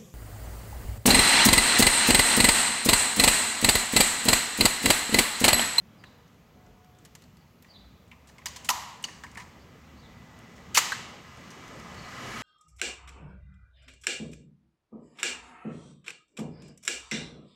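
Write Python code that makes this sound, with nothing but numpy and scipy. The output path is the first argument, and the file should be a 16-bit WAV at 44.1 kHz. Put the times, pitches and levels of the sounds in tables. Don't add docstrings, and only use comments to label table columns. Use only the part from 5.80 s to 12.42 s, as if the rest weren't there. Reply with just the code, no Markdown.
import sys
import numpy as np
from scipy import signal
from scipy.fft import rfft, irfft, next_fast_len
from scipy.io import wavfile
from scipy.ndimage import uniform_filter1d, map_coordinates

SR = 44100
rng = np.random.default_rng(int(sys.argv[2]) if len(sys.argv) > 2 else 0)


def materialize(psi):
    bounded = np.clip(np.atleast_2d(psi).T, -1, 1)
    quanta = np.round(bounded * 32767).astype(np.int16)
    wavfile.write(sys.argv[1], SR, quanta)


def invert_db(x):
    u = np.asarray(x, float) / 20
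    return 10 ** u


N = 292030


def unit(x):
    return x / np.sqrt(np.mean(x ** 2) + 1e-20)


def along(points, hz):
    f, v = np.transpose(points)
    return np.interp(np.log(hz + 1), np.log(f + 1), v)


def curves(rows):
    s, *cols = np.transpose(rows)
    return [np.interp(np.arange(N) / SR, s, c) for c in cols]


def wobble(rate_hz):
    knots = rng.standard_normal(int(N * rate_hz / SR) + 4)
    return map_coordinates(knots, [np.arange(N) * rate_hz / SR])


def filtered(x, response):
    m = next_fast_len(len(x) + 4096)
    spectrum = rfft(x, m) * response(np.fft.rfftfreq(m, 1 / SR))
    return irfft(spectrum, m)[:len(x)]


def resonances(modes):
    def response(f):
        total = 0
        for k, (hz, width_hz, db) in enumerate(modes):
            damping = 1j * f * width_hz
            total = total + (-1) ** k * invert_db(db) * damping / (hz * hz - f * f + damping)
        return total
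    return response


def steep(modes):
    return lambda f: resonances(modes)(f) ** 2


def damped(modes):
    return lambda f: resonances(modes)(f) / (1 + 1j * f / 9000) ** 2


def rush(spectrum, patchy_db):
    z = signal.stft(rng.standard_normal(N), nperseg=512)[2]
    field = uniform_filter1d(rng.standard_normal(z.shape), size=5, axis=0)
    field = uniform_filter1d(field, size=14, axis=1)
    x = signal.istft(z * invert_db(patchy_db * unit(field)), nperseg=512)[1][:N]
    return unit(filtered(x, lambda hz: invert_db(along(spectrum, hz))))


def swells(table, attack, release, fade_db):
    rows = []
    for start_s, long_s, first_hz, last_hz, db in table:
        end_s = start_s + long_s
        rows.append((start_s - 0.004, first_hz, -120))
        for share, drop_db in [(0, fade_db), (attack, 0), (1 - release, 0), (1, fade_db)]:
            rows.append((start_s + share * long_s, first_hz + share * (last_hz - first_hz), db - drop_db))
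        rows.append((end_s + 0.004, last_hz, -120))
    return rows


def tone(rows, blur_hz, rate_hz):
    hz, db = curves(rows)
    phase = 2 * np.pi * np.cumsum(hz + blur_hz * wobble(rate_hz)) / SR
    return np.sqrt(2) * invert_db(db), phase


# time in seconds, swell in dB.
TRAFFIC_SWELL = [(0, 2), (.25, 3), (.6, 2), (1.4, 1), (1.65, 1), (1.95, 2), (2.4, 1.5), (2.7, 5), (3.75, 6),
                 (4.45, 7.5), (4.9, 10), (5.4, 11), (5.6, 12.5), (6.2, 15), (6.46, 19), (6.62, 20.5)]
# frequency in Hz, density in dB per Hz.
RUMBLE_SPECTRUM = [(18, -57), (30, -19), (65, -1), (102, -0.5), (172, 0.5), (209, -2), (243, -1.5),
                   (280, -14), (400, -22), (520, -17), (880, -120)]
ROAR_SPECTRUM = [(150, -13), (250, -1), (279, -1.5), (788, -4.5), (1230, -8), (1370, -9.5), (1950, -17),
                 (3500, -18), (4550, -31), (7700, -120)]
HISS_SPECTRUM = [(1470, -5), (2500, 2), (2880, 0), (3630, -4), (3980, -2.5), (6760, -4), (8660, -12.5),
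                 (9440, -32.5), (11300, -15), (16000, -40)]
# frequency in Hz, density in dB per Hz.
SPRAY_SPECTRUM = [(6000, -30), (8500, -1), (11500, 0), (14000, -11), (16000, -10)]
# centre in Hz, width in Hz, level in dB.
TREAD_MODES = [(1031, 52, -2), (1254, 78, 0.5), (1678, 145, -5), (2000, 85, -0.5), (2290, 90, -6.5),
               (2950, 90, -9)]


def street():
    swell_db, = curves(TRAFFIC_SWELL)
    rumble_db = -58 + 0.66 * np.minimum(swell_db, 16.5)
    roar_db = -64 + 0.97 * swell_db
    tread_db = -74.5 + 1.697 * swell_db
    hiss_db = -71.5 + swell_db + 0.018 * swell_db ** 2
    spray_db = -118 + 2.9 * swell_db

    rumble = invert_db(rumble_db + 0.8 * wobble(4.8)) * rush(RUMBLE_SPECTRUM, patchy_db=1.57)
    roar = invert_db(roar_db + 0.88 * wobble(8.1)) * rush(ROAR_SPECTRUM, patchy_db=1.97)
    flat = rush([(100, 0), (9000, 0)], patchy_db=0.5)
    tread = invert_db(tread_db) * unit(filtered(flat, resonances(TREAD_MODES)))
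    hiss = invert_db(hiss_db) * rush(HISS_SPECTRUM, patchy_db=0.6)
    spray = invert_db(spray_db) * rush(SPRAY_SPECTRUM, patchy_db=1.1)
    return rumble + roar + tread + hiss + spray


# time in seconds (the bump peaks 0.04 s later), peak in dB, pitch in
# Hz.
THUDS = [(.62, -63, 45), (.88, -54, 50), (2.04, -50.5, 60)]


def thuds():
    t = np.arange(N) / SR
    out = np.zeros(N)
    for s, db, hz in THUDS:
        bump = np.exp(-((t - s - 0.04) / 0.054) ** 2)
        out += invert_db(db) * np.sin(2 * np.pi * hz * t) * bump
    return out


# start in seconds, length in seconds, first Hz, last Hz, level in dB.
BRAKE_TONES = [(.74, .71, 732, 725, -65)]
GEAR_TONES = [(4.1, 0.784, 1973, 2005, -63.5)]
HUM_TONES = [(.33, 0.155, 478, 474, -64.5), (.6, 0.79, 450, 446, -68)]
FAR_ENGINE_TONES = [(2.2, 0.92, 71, 69.7, -57), (3.31, .58, 69.4, 70.5, -56), (3.92, 0.36, 73.6, 72.5, -54),
                    (4.4, 0.42, 71, 72.5, -61), (5.1, 0.25, 72.2, 71.5, -65)]
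NEAR_ENGINE_TONES = [(6.33, 0.44, 123.5, 120.2, -51)]


def machines():
    level, phase = tone(swells(BRAKE_TONES, attack=0.1, release=0.42, fade_db=11), blur_hz=3, rate_hz=22)
    octave = invert_db(-11) * np.sin(2 * phase)
    brake = invert_db(2 * wobble(25) - 1.5) * level * (np.sin(phase) + octave)

    level, phase = tone(swells(GEAR_TONES, attack=0.35, release=0.08, fade_db=11), blur_hz=45, rate_hz=130)
    gear = invert_db(2 * wobble(30) - 1.5) * level * np.sin(phase)

    level, phase = tone(swells(HUM_TONES, attack=0.45, release=0.75, fade_db=5), blur_hz=11, rate_hz=40)
    hum = level * np.sin(phase)

    level, phase = tone(swells(FAR_ENGINE_TONES, attack=0.2, release=0.2, fade_db=8), blur_hz=1.5, rate_hz=10)
    far = invert_db(-4) * level * np.sin(phase)

    level, phase = tone(swells(NEAR_ENGINE_TONES, attack=0.22, release=0.1, fade_db=15),
                        blur_hz=2.3, rate_hz=12)
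    near = level * (np.sin(phase) + invert_db(-4.5) * np.sin(2 * phase))
    return brake + gear + hum + far + near


# frequency in Hz, t60 in seconds.
SHOP_T60 = [(300, 1), (1000, 0.9), (3000, 0.95), (6000, 0.71), (10000, 0.6), (16000, 0.37)]


def shop(x):
    hz, t, z = signal.stft(rng.standard_normal(SR * 2 // 3), SR, nperseg=256)
    decay = invert_db(-60 * t / along(SHOP_T60, hz)[:, None])
    tail = signal.istft(z * decay, SR, nperseg=256)[1]
    tail = tail * (1 - np.exp(-np.arange(len(tail)) / (0.016 * SR)))
    return signal.fftconvolve(x, tail / np.linalg.norm(tail))


# start in seconds, length in seconds, first Hz, slide in Hz per second, level in dB.
SPARROW_NOTES = [(0.176, 0.062, 4950, -4000, -73), (0.229, 0.059, 4500, -15000, -67),
                 (1.58, 0.055, 4620, -2500, -78.5), (1.885, 0.047, 4750, -3000, -63),
                 (1.927, .065, 4184, -11000, -63.5), (3.795, 0.044, 4650, -1500, -74),
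                 (4.172, 0.0377, 4140, 13000, -68), (4.207, 0.065, 4480, -19000, -67.5),
                 (6.17, .04, 4300, 9000, -61), (6.22, .055, 4500, -12000, -67)]


def sparrows():
    notes = [(s, long_s, hz, hz + slide * long_s, db) for s, long_s, hz, slide, db in SPARROW_NOTES]
    level, phase = tone(swells(notes, attack=0.5, release=0.25, fade_db=9), blur_hz=230, rate_hz=600)
    dry = invert_db(2.5 * wobble(90)) * level * np.sin(phase)
    return invert_db(6.5) * dry + invert_db(1) * shop(dry)[:N]


# centre in Hz, width in Hz, level in dB.
CASING_MODES = [(1940, 475, -1), (2900, 337, 1.5), (4500, 2380, -2), (6000, 1300, 3.5), (7230, 2130, 0)]
RIM_MODES = [(10930, 1760, 5.5), (14600, 770, -1.5)]
BODY_MODES = [(282, 970, 0)]


def contacts(table, hollow, hollow_db, casing_db, width, rim_db, rise_s, room_db,
             settle_db_per_ms=0, jolt_db=-60):
    out = np.zeros(N + 2 * SR)
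    t = np.arange(SR // 8) / SR
    blow = 1.0 * (t == 0)
    responses = (steep(hollow), damped(CASING_MODES), resonances(RIM_MODES), steep(BODY_MODES))
    parts = [filtered(blow, response) for response in responses]
    for s, db, ring_hz, t60_s in table:
        loose = filtered(blow, steep([(ring_hz, width * ring_hz, 0)]))
        paths = [loose] + parts

        spikes = invert_db(4.75 * rng.standard_normal(len(t)))
        rattle = rng.standard_normal((len(paths), len(t))) * spikes
        crack = 1 + 4.2 * invert_db(-60 * t / 0.0014)
        decay = invert_db(-60 * t / max(t60_s, 0.004))
        rattle = rattle * crack * decay * (1 - np.exp(-t / rise_s))

        seated_db = hollow_db + settle_db_per_ms * 1000 * (s - table[0][0])
        shares = invert_db([[0], [seated_db], [casing_db], [casing_db + rim_db], [seated_db + jolt_db]])
        rings = signal.fftconvolve(rattle, paths, axes=1)[:, :len(t)]
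        rings = rings * shares / np.abs(rings).max(axis=1, keepdims=True)
        rings = rings * invert_db(db) / np.abs(rings.sum(axis=0)).max()

        spread = invert_db([-8, 1, 1, -1, 0])
        to_walls = np.zeros(len(t))
        for gain, path, ring in zip(spread, paths, rings):
            to_walls += gain * path * np.linalg.norm(ring) / np.linalg.norm(path)
        tail = invert_db(room_db) * shop(to_walls)

        start = round(s * SR)
        out[start:][:len(t)] += rings.sum(axis=0)
        out[start:][:len(tail)] += tail
    return out[:N]


# centre in Hz, width in Hz, level in dB.
CHAMBER_MODES = [(876, 474, -3.5), (1016, 99, 4), (1133, 144, -2), (1390, 290, -7)]
# start in seconds, peak in dB, ring of the loose part in Hz, t60 in seconds.
KNOCKS = [(0.2382, -37.5, 1650, 0.025), (0.2388, -44, 2780, 0.062), (1.8457, -48, 1960, .023),
          (2.3141, -40, 2300, 0.077), (2.3294, -52, 2100, .03), (2.4972, -45.5, 1860, 0.018),
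          (2.6184, -48, 1956, 0.023), (3.2855, -32.5, 1840, .045), (3.4656, -39.5, 1990, 0.039),
          (3.5557, -34.5, 2110, 0.032), (4.78, -45, 2000, .039)]


def fingers():
    return contacts(KNOCKS, CHAMBER_MODES, hollow_db=-11.5, casing_db=-12, width=0.38, rim_db=-18,
                    rise_s=0.00028, room_db=-3.5)


# start in seconds, peak in dB, ring of the loose part in Hz, t60 in seconds.
TICKS = [(0.478, -57, 5560, .03), (0.8629, -56, 6240, .03), (1.1488, -57, 4000, .037),
         (1.186, -50, 7070, .026), (1.8235, -45, 11900, 0.036), (2.2794, -58, 7800, 0.027),
         (3.226, -38, 8370, 0.026), (3.5147, -45, 6800, 0.03), (4.945, -23, 6000, 0.026),
         (4.947, -17.5, 6000, 0.083), (5.572, -52, 8240, .03)]
SNICKS = [
    (1.045, -53, 5740, .02),
    (1.2498, -41, 7800, 0.06),
    (1.3514, -35, 7260, 0.038),
    (1.4207, -44.5, 4020, .037),
    (1.4386, -48.5, 4200, 0.035),
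    (1.5693, -49, 4760, 0.033),
    (2.888, -19, 2650, 0.037),
    (3.5496, -41, 7600, .03),
    (4.589, -46.5, 7900, .028),
]


def ticks():
    soft = contacts(TICKS, CHAMBER_MODES, hollow_db=-21.5, casing_db=-1.5, width=0.36, rim_db=-16,
                    rise_s=0.00058, room_db=-2)
    sharp = contacts(SNICKS, CHAMBER_MODES, hollow_db=-10, casing_db=7, width=0.2, rim_db=-8.5,
                     rise_s=0.00026, room_db=-10.5)
    return soft + sharp


# start in seconds, peak in dB, ring of the loose part in Hz, t60 in seconds.
BUMPS = [
    (2.582, -39, 2160, 0.068),
    (3.436, -29.5, 1670, .062),
    (3.5717, -29.5, 1845, .09),
    (3.5978, -35, 2050, 0.1),
]
SCRAPES = [(2.4718, -47.5, 7260, 0.18), (2.4886, -48, 4620, 0.068), (2.7608, -30, 5570, 0.069),
           (2.8455, -32, 7200, 0.13), (3.59, -48, 7550, 0.053), (3.6198, -45.5, 3900, .049),
           (4.7594, -49.5, 5770, 0.19), (5.704, -41.5, 5800, 0.11), (5.8785, -44, 6070, 0.041),
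           (5.9958, -43, 5000, 0.055), (6.1433, -46, 4170, 0.054)]


def roll():
    bumps = contacts(BUMPS, CHAMBER_MODES, hollow_db=-6.5, casing_db=-2, width=0.23, rim_db=-19,
                     rise_s=0.00057, room_db=-9.5)
    scrapes = contacts(SCRAPES, CHAMBER_MODES, hollow_db=-10, casing_db=1.8, width=0.48, rim_db=-13.5,
                       rise_s=0.00053, room_db=-8.5)
    return bumps + scrapes


# start in seconds, peak in dB, ring of the loose part in Hz, t60 in seconds.
UNLATCH = [
    (2.6575, -20, 6440, .039),
    (2.667, -22.5, 4800, 0.043),
    (2.684, -32, 6400, 0.026),
]
COVER_SLAM = [
    (2.8898, -9.5, 2860, 0.015),
    (2.892, -7, 7110, 0.037),
    (2.896, -14.5, 7180, .027),
    (2.9015, -12.5, 5900, 0.042),
    (2.909, -23, 7100, 0.047),
]
CATCH = [
    (3.2402, -18.5, 2900, 0.0067),
    (3.2424, -23, 2950, .022),
    (3.2435, -22.5, 6470, 0.015),
    (3.249, -25.5, 4540, .04),
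]


def cover():
    unlatch = contacts(UNLATCH, CHAMBER_MODES, hollow_db=-10.5, casing_db=3.5, width=0.16, rim_db=-8.5,
                       rise_s=0.00045, room_db=-10)
    slam = contacts(COVER_SLAM, CHAMBER_MODES, hollow_db=-7, casing_db=2, width=0.2, rim_db=-4.5,
                    rise_s=0.00017, room_db=-8.5, settle_db_per_ms=0.24, jolt_db=-15)
    catch = contacts(CATCH, CHAMBER_MODES, hollow_db=-24, casing_db=1.5, width=0.11, rim_db=-24,
                     rise_s=0.00023, room_db=-9.5, settle_db_per_ms=0.95, jolt_db=5)
    return unlatch + slam + catch


# centre in Hz, width in Hz, level in dB.
GRIP_MODES = [(480, 290, -10.5), (970, 580, -2), (1277, 510, -2)]
# start in seconds, peak in dB, ring of the loose part in Hz, t60 in seconds.
PULL = [
    (4.9485, -12.5, 2900, 0.017),
    (4.954, -15, 2570, 0.059),
    (4.9625, -13, 4670, 0.078),
]
STOP = [
    (4.9712, -8, 5740, 0.025),
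    (4.973, -6, 2150, 0.05),
    (4.9748, -7, 5700, 0.023),
    (4.9785, -9, 7240, 0.072),
    (4.9874, -12, 6650, 0.024),
]
SPRING_BACK = [
    (5.1195, -16.5, 1600, .022),
    (5.125, -29.5, 4000, .02),
]


def trigger():
    pull = contacts(PULL, GRIP_MODES, hollow_db=-25, casing_db=6, width=0.082, rim_db=-5,
                    rise_s=0.00027, room_db=-4, settle_db_per_ms=1.24, jolt_db=-6)
    stop = contacts(STOP, GRIP_MODES, hollow_db=-4, casing_db=6.5, width=0.2, rim_db=-10.5,
                    rise_s=0.00042, room_db=-11.5, settle_db_per_ms=0.1, jolt_db=-14)
    back = contacts(SPRING_BACK, GRIP_MODES, hollow_db=-9, casing_db=-10, width=0.16, rim_db=-10,
                    rise_s=0.002, room_db=-12)
    return pull + stop + back


def scene():
    outside = street() + thuds() + machines() + sparrows()
    gun = fingers() + ticks() + roll() + cover() + trigger()
    return (outside + gun)[None]


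def band_limit(x):
    return signal.sosfilt(signal.butter(12, 16800, fs=SR, output="sos"), x)


# frequency in Hz, gain in dB.
PORT_GAIN = [(8000, -0.5), (9500, 0), (11000, -3), (15500, 1.5)]
# frequency in Hz, density in dB per Hz.
SELF_NOISE_SPECTRUM = [(1180, -26), (2000, -50), (2180, 13), (2620, -22.5), (7060, -16), (9410, -0.5),
                       (13400, 6.5), (15100, 6), (16000, 4)]


def record(dry):
    top_hz, leak_db = 16050, -22
    heard = filtered(dry[0], lambda hz: invert_db(along(PORT_GAIN, hz)))
    heard = heard + invert_db(-75) * rush(SELF_NOISE_SPECTRUM, patchy_db=-2)
    heard = filtered(heard, lambda hz: np.where(hz < top_hz, 1, invert_db(leak_db) * (hz < 1.05 * top_hz)))
    return band_limit(heard[None])


dry = scene()
out = record(dry)
materialize(out)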